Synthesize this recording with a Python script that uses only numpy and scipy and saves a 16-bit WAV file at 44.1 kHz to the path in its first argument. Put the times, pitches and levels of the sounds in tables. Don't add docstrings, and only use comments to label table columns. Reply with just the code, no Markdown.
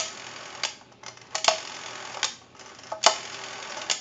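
import sys
import numpy as np
from scipy import signal
from scipy.fft import rfft, irfft
from scipy.io import wavfile
from scipy.ndimage import uniform_filter1d

SR = 44100
rng = np.random.default_rng(int(sys.argv[2]) if len(sys.argv) > 2 else 0)


def generate_wav(sig):
    pcm = np.round(np.clip(np.atleast_2d(sig).T, -1, 1) * 32767).astype(np.int16)
    wavfile.write(sys.argv[1], SR, pcm)


def linear_from_db(decibels):
    return 10 ** (np.asarray(decibels, float) / 20)


N = 176744
LEAD = 4410

# first contact pulse in seconds, first gap in seconds, number of pulses.
RETURNS = [
    (-.012, .09106, 7),
    (1.488, .09093, 8),
    (3.069, .09007, 9),
]
# plain tooth in dB, contact tooth in dB, case boom relative to the tooth in dB, whir in dB.
GEARS = [(-28, -26.5, -17, -48), (-25.5, -24, -13, -46.5), (-26, -22.5, -20, -45)]
# stop in seconds, its peak in dB, delay of the rebound in seconds, peak of the rebound in dB.
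STOPS = [(.634, -7.5, .015, -7), (2.2296, -6.5, .0137, -4.5), (3.8979, -5.5, .0141, -4.5)]


def evened(x):
    return x / np.sqrt(np.mean(x ** 2) + 1e-20)


def read(points, hz):
    f, value = np.transpose(points)
    return np.interp(np.log(hz + 1), np.log(f + 1), value)


def colour(x, points):
    hz = np.fft.rfftfreq(len(x), 1 / SR)
    gain = linear_from_db(read(points, hz)) * (hz <= points[-1][0])
    return irfft(rfft(x) * gain, len(x))


def add(mix, s, sound):
    part = mix[LEAD + round(s * SR):][:len(sound)]
    part += sound[:len(part)]


def alike(rows, kind):
    boom_db, t60, tilt_db, ring_db = kind
    return [(s, db, boom_db, t60, tilt_db, db + ring_db) for s, db in rows]


def strike(rows, rise_s):
    forces = np.zeros((3, N + LEAD))
    t = np.arange(4096) / SR
    hz = np.fft.rfftfreq(len(t), 1 / SR)
    octaves = np.log2(np.clip(hz, 1500, 8000) / 3500)
    slow_part = np.exp(-((hz - 800) / 750) ** 2)
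    for s, db, boom_db, t60, tilt_db, ring_db in rows:
        sharp, slow = rng.standard_normal((2, len(t)))
        sharp = irfft(rfft(sharp) * linear_from_db(tilt_db * octaves))
        slow = irfft(rfft(slow) * slow_part)
        shape = linear_from_db(-60 * t / max(t60, .004)) * np.minimum(t / rise_s, 1)
        energy = linear_from_db(db) * np.linalg.norm(shape) / np.sqrt(len(t))
        add(forces[0], s, 0.52 * energy * evened(sharp * shape))
        add(forces[1], s, 0.19 * energy * linear_from_db(boom_db + 4) * evened(slow * shape))
        add(forces[2], s, linear_from_db(ring_db) * np.hanning(14))
    return forces


def sliding(tables, grain_db):
    forces = np.zeros((2, N + LEAD))
    for rows in tables:
        s, db, dull_db = np.transpose(rows)
        t = np.arange(s[0], s[-1], 1 / SR)
        sharp, dull, catches = rng.standard_normal((3, len(t)))
        grain = linear_from_db(grain_db * evened(uniform_filter1d(catches, 90)))
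        level = linear_from_db(np.interp(t, s, db)) * signal.windows.tukey(len(t), .03)
        add(forces[0], s[0], evened(sharp * grain) * level)
        add(forces[1], s[0], evened(dull * grain) * level * linear_from_db(np.interp(t, s, dull_db)))
    return forces


def body(x, modes, broad_db, lo_hz, hi_hz, opposed=False):
    t = np.arange(8192) / SR
    ring = np.zeros(len(t))
    for k, (hz, width, db) in enumerate(modes):
        sign = (-1) ** (k * opposed)
        ring += sign * linear_from_db(db) * np.sqrt(width) * np.exp(-np.pi * width * t) * np.sin(2 * np.pi * hz * t)
    band = signal.butter(2, [lo_hz, hi_hz], "band", fs=SR, output="sos")
    broad = signal.sosfilt(band, 1. * (t == 0))
    both = ring / np.linalg.norm(ring) + linear_from_db(broad_db) * broad / np.linalg.norm(broad)
    return signal.oaconvolve(x, both / np.linalg.norm(both))[:len(x)]


def workshop():
    # frequency in Hz, level in dB per Hz.
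    hiss = [(15, -29), (25, -24), (265, -1.5), (313, -6), (371, -2.5), (450, -8), (1900, -24), (2310, -15),
            (3930, -20.5), (6840, -35.5), (7900, -50.5), (10300, -68.5), (17400, -120)]
    # frequency in Hz, rms level in dB.
    hum = [(120.6, -63.5), (88, -71)]
    t = np.arange(N) / SR
    out = linear_from_db(-56) * evened(colour(rng.standard_normal(N), hiss))
    for hz, db in hum:
        waver = 1 + .45 * evened(uniform_filter1d(rng.standard_normal(N), 3000))
        out += np.sqrt(2) * linear_from_db(db) * waver * np.sin(2 * np.pi * hz * t)
    return out


def knocks():
    # slip in seconds, its peak in dB, knock in seconds, its peak in dB, shell ring in dB.
    releases = [(-.05, -5, -.018, -5, -5), (1.4436, -6.5, 1.4792, -.5, 2.5), (3.039, -5, 3.0626, 2.5, 3)]
    # time in seconds, peak in dB.
    chatters = [(-.008, -1), (1.380, -16), (1.488, -11), (3.016, -38), (3.029, -18)]
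    # time in seconds,
    # peak in dB, case boom relative in dB, shell ring relative in dB.
    landings_and_bounces = [(1.3456, -27, 1, 9), (1.352, -8, -12, -6), (1.5104, -18, -15, 6), (2.9175, -30, 9, 19),
                            (2.9253, -38, 10, 17), (3.068, -16, 10, -6)]
    # case boom relative in dB, time to fall 60 dB in seconds,
    # brightness in dB per octave, shell ring relative in dB.
    stop = (-12, .026, -2, -20)
    rebound = (-16, .038, 2.5, -30)
    slip = (-23, .045, 3, -36)
    knock = (-12, .03, -.5, 0.3)
    chatter = (-22, .035, 4, -18)
    rows = alike([r[:2] for r in releases], slip)
    rows += [(s, db, *knock[:3], ring_db) for _, _, s, db, ring_db in releases]
    rows += alike(chatters, chatter)
    rows += [(s, db, boom_db, .04, 1.5, db + ring_db) for s, db, boom_db, ring_db in landings_and_bounces]
    rows += alike([r[:2] for r in STOPS], stop)
    rows += alike([(s + wait_s, db) for s, _, wait_s, db in STOPS], rebound)
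    return strike(rows, rise_s=0.00097)


def teeth():
    jitter_s, spread_db = .0006, 1.2
    t60, tilt_db, shell_db = .045, -2.5, -45
    rows = []
    for (s, gap, pulses), (tooth_db, contact_db, boom_db, _) in zip(RETURNS, GEARS):
        turn = np.arange(1, 4 * pulses) / 4
        chance = rng.standard_normal((len(turn), 2)) * [jitter_s, spread_db]
        times = s + gap * turn + .0004 * turn ** 2 + chance[:, 0]
        fading_db = tooth_db - 4 * turn / pulses
        levels = np.where(turn % 1 == 0, contact_db, fading_db) + chance[:, 1]
        booms = boom_db + 9 * turn / pulses
        rows += [(at, db, boom, t60, tilt_db, shell_db) for at, db, boom in zip(times, levels, booms)]
    return strike(rows, rise_s=.0025)


def whir():
    tables = []
    for (s, *_), (home, *_), (*_, whir_db) in zip(RETURNS, STOPS, GEARS):
        share = np.linspace(0, 1, 9)
        start = s + .02
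        times = start + share * (home - start)
        levels = whir_db - 4 * (2 * share - 1) ** 2
        dull_db = -5 + 6.5 * share
        tables.append(np.transpose([times, levels, dull_db]))
    return sliding(tables, grain_db=1.2)


def scrape():
    # time in seconds, level in dB.
    pulls = [
        [(.78, -68), (1.0, -76), (1.07, -57), (1.15, -68), (1.25, -61), (1.3, -65), (1.345, -48)],
        [(2.4, -62), (2.54, -68), (2.62, -55), (2.7, -52), (2.8, -59), (2.915, -50), (2.95, -68), (3.0, -66),
         (3.027, -42)],
    ]
    pull_dull_db = [3, -1]
    drag = [[(s, db, dull_db) for s, db in rows] for rows, dull_db in zip(pulls, pull_dull_db)]
    return sliding(drag, grain_db=2.2)


def ticks():
    # time in seconds, peak in dB.
    taps = [(.8104, -44), (.917, -46), (1.03, -42), (2.1689, -31), (2.4144, -47), (2.5485, -44),
            (3.7009, -38), (3.7677, -30)]
    clicks = [(.9222, -36), (1.034, -27), (1.062, -19), (1.0808, -17.5), (1.1711, -26), (1.214, -27),
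              (1.2679, -36), (1.3073, -32)]
    grits = [(1.7453, -30), (2.1255, -32), (3.3267, -28), (3.7009, -29), (3.768, -26), (3.7917, -36)]
    soft_clicks = [(2.5635, -36), (2.593, -28), (2.6094, -30), (2.6583, -31), (2.6897, -34), (2.7466, -34),
                   (2.786, -28), (2.8329, -29), (2.8678, -32), (2.8997, -36)]
    # case boom relative in dB, time to fall 60 dB in seconds,
    # brightness in dB per octave, shell ring relative in dB.
    tap = (8, .05, -1, -6)
    ratchet = (-9, .028, 0.3, -24)
    grit = (-27, .11, 1.5, -20)
    soft_ratchet = (-13, .055, 1, -12)
    rows = alike(taps, tap) + alike(clicks, ratchet) + alike(grits, grit) + alike(soft_clicks, soft_ratchet)
    return strike(rows, rise_s=0.0023)


def room(x):
    # frequency in Hz, time to fall 60 dB in seconds.
    echo_times = [(300, 0.46), (1000, 0.37), (3000, 0.37), (7000, 0.38)]
    taps = np.zeros(SR // 2)
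    at = np.arange(120, len(taps) - 12, 12)
    taps[at + rng.integers(0, 12, len(at))] = rng.choice([-1., 1.], len(at))
    hz, t, z = signal.stft(taps, SR, nperseg=256)
    fade = linear_from_db(-60 * t / read(echo_times, hz)[:, None])
    tail = signal.istft(z * fade, SR, nperseg=256)[1]
    return signal.fftconvolve(x, tail / np.linalg.norm(tail))[:len(x)]


def scene():
    # frequency in Hz, width in Hz, level in dB.
    metal = [(2251, 92, -2.5), (2560, 240, 7), (3082, 450, 9), (3700, 470, 7), (4525, 100, 7.5),
             (4740, 90, 8), (5443, 630, 7.5), (6200, 580, 0), (6655, 70, 7), (6800, 740, 13.5)]
    pawl = [(2124, 90, 2), (3100, 260, -0.5), (5440, 500, -1.5), (6114, 210, 1.5), (6940, 420, -8)]
    case = [(405, 45, 1), (645, 35, 3), (867, 100, 4.3), (1129, 55, 1.2), (1278, 20, -5.5),
            (1512, 13, -8.5)]
    hollow = [(490, 45, -16), (641, 11.5, 3), (705, 28, 3.5), (790, 35, -6), (860, 45, -4), (986, 40, -6),
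              (1115, 40, -7), (1275, 35, -8), (1531, 25, -14)]
    rumble = [(292, 140, 0.1), (385, 30, -1)]
    # frequency in Hz, gain in dB.
    mic = [(60, -33.5), (200, -11), (1000, -5.12), (3400, 0.26), (4000, -4.5), (5000, -0.77), (7000, -2.37),
           (7500, -8.5), (7900, -38.5), (8000, -49.5)]
    background = workshop()
    blows = knocks() + teeth()
    rub = whir() + scrape()
    small = ticks()
    dial = body(blows[0] + rub[0], metal, -0.5, 1350, 6500)
    dial += body(small[0], pawl, -1, 880, 9000)
    dial += body(blows[1] + small[1] + 3 * rub[1], case, 1.5, 420, 1500)
    dial += linear_from_db(1) * body(rub[0], rumble, -14.5, 252, 420)
    shell = body(blows[2] + small[2], hollow, -21, 460, 1300, opposed=True)
    echoes = linear_from_db(-6) * room(dial + linear_from_db(-7) * shell)
    heard = colour(dial + shell + echoes, mic)[LEAD:]
    return (heard + background)[None]


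def band_limit(x):
    return signal.sosfilt(signal.butter(12, 9300, fs=SR, output="sos"), x)


def record(dry):
    # frequency in Hz, gain in dB.
    image = [(8000, -3.5), (8300, -5.5), (8700, -19.5), (9100, -34), (9400, -69), (9500, -92)]
    recorder_hz, ceiling = 16000, .97
    held = dry[0] / (1 + abs(dry[0] / ceiling) ** 8) ** (1 / 8)
    held = colour(held, [(20, 0), (recorder_hz / 2, 0)])
    mirror = 2 * held * np.cos(2 * np.pi * recorder_hz * np.arange(N) / SR)
    leak = colour(mirror, [(7900, -120)] + image)
    return band_limit((held + leak)[None])


dry = scene()
out = record(dry)
generate_wav(out)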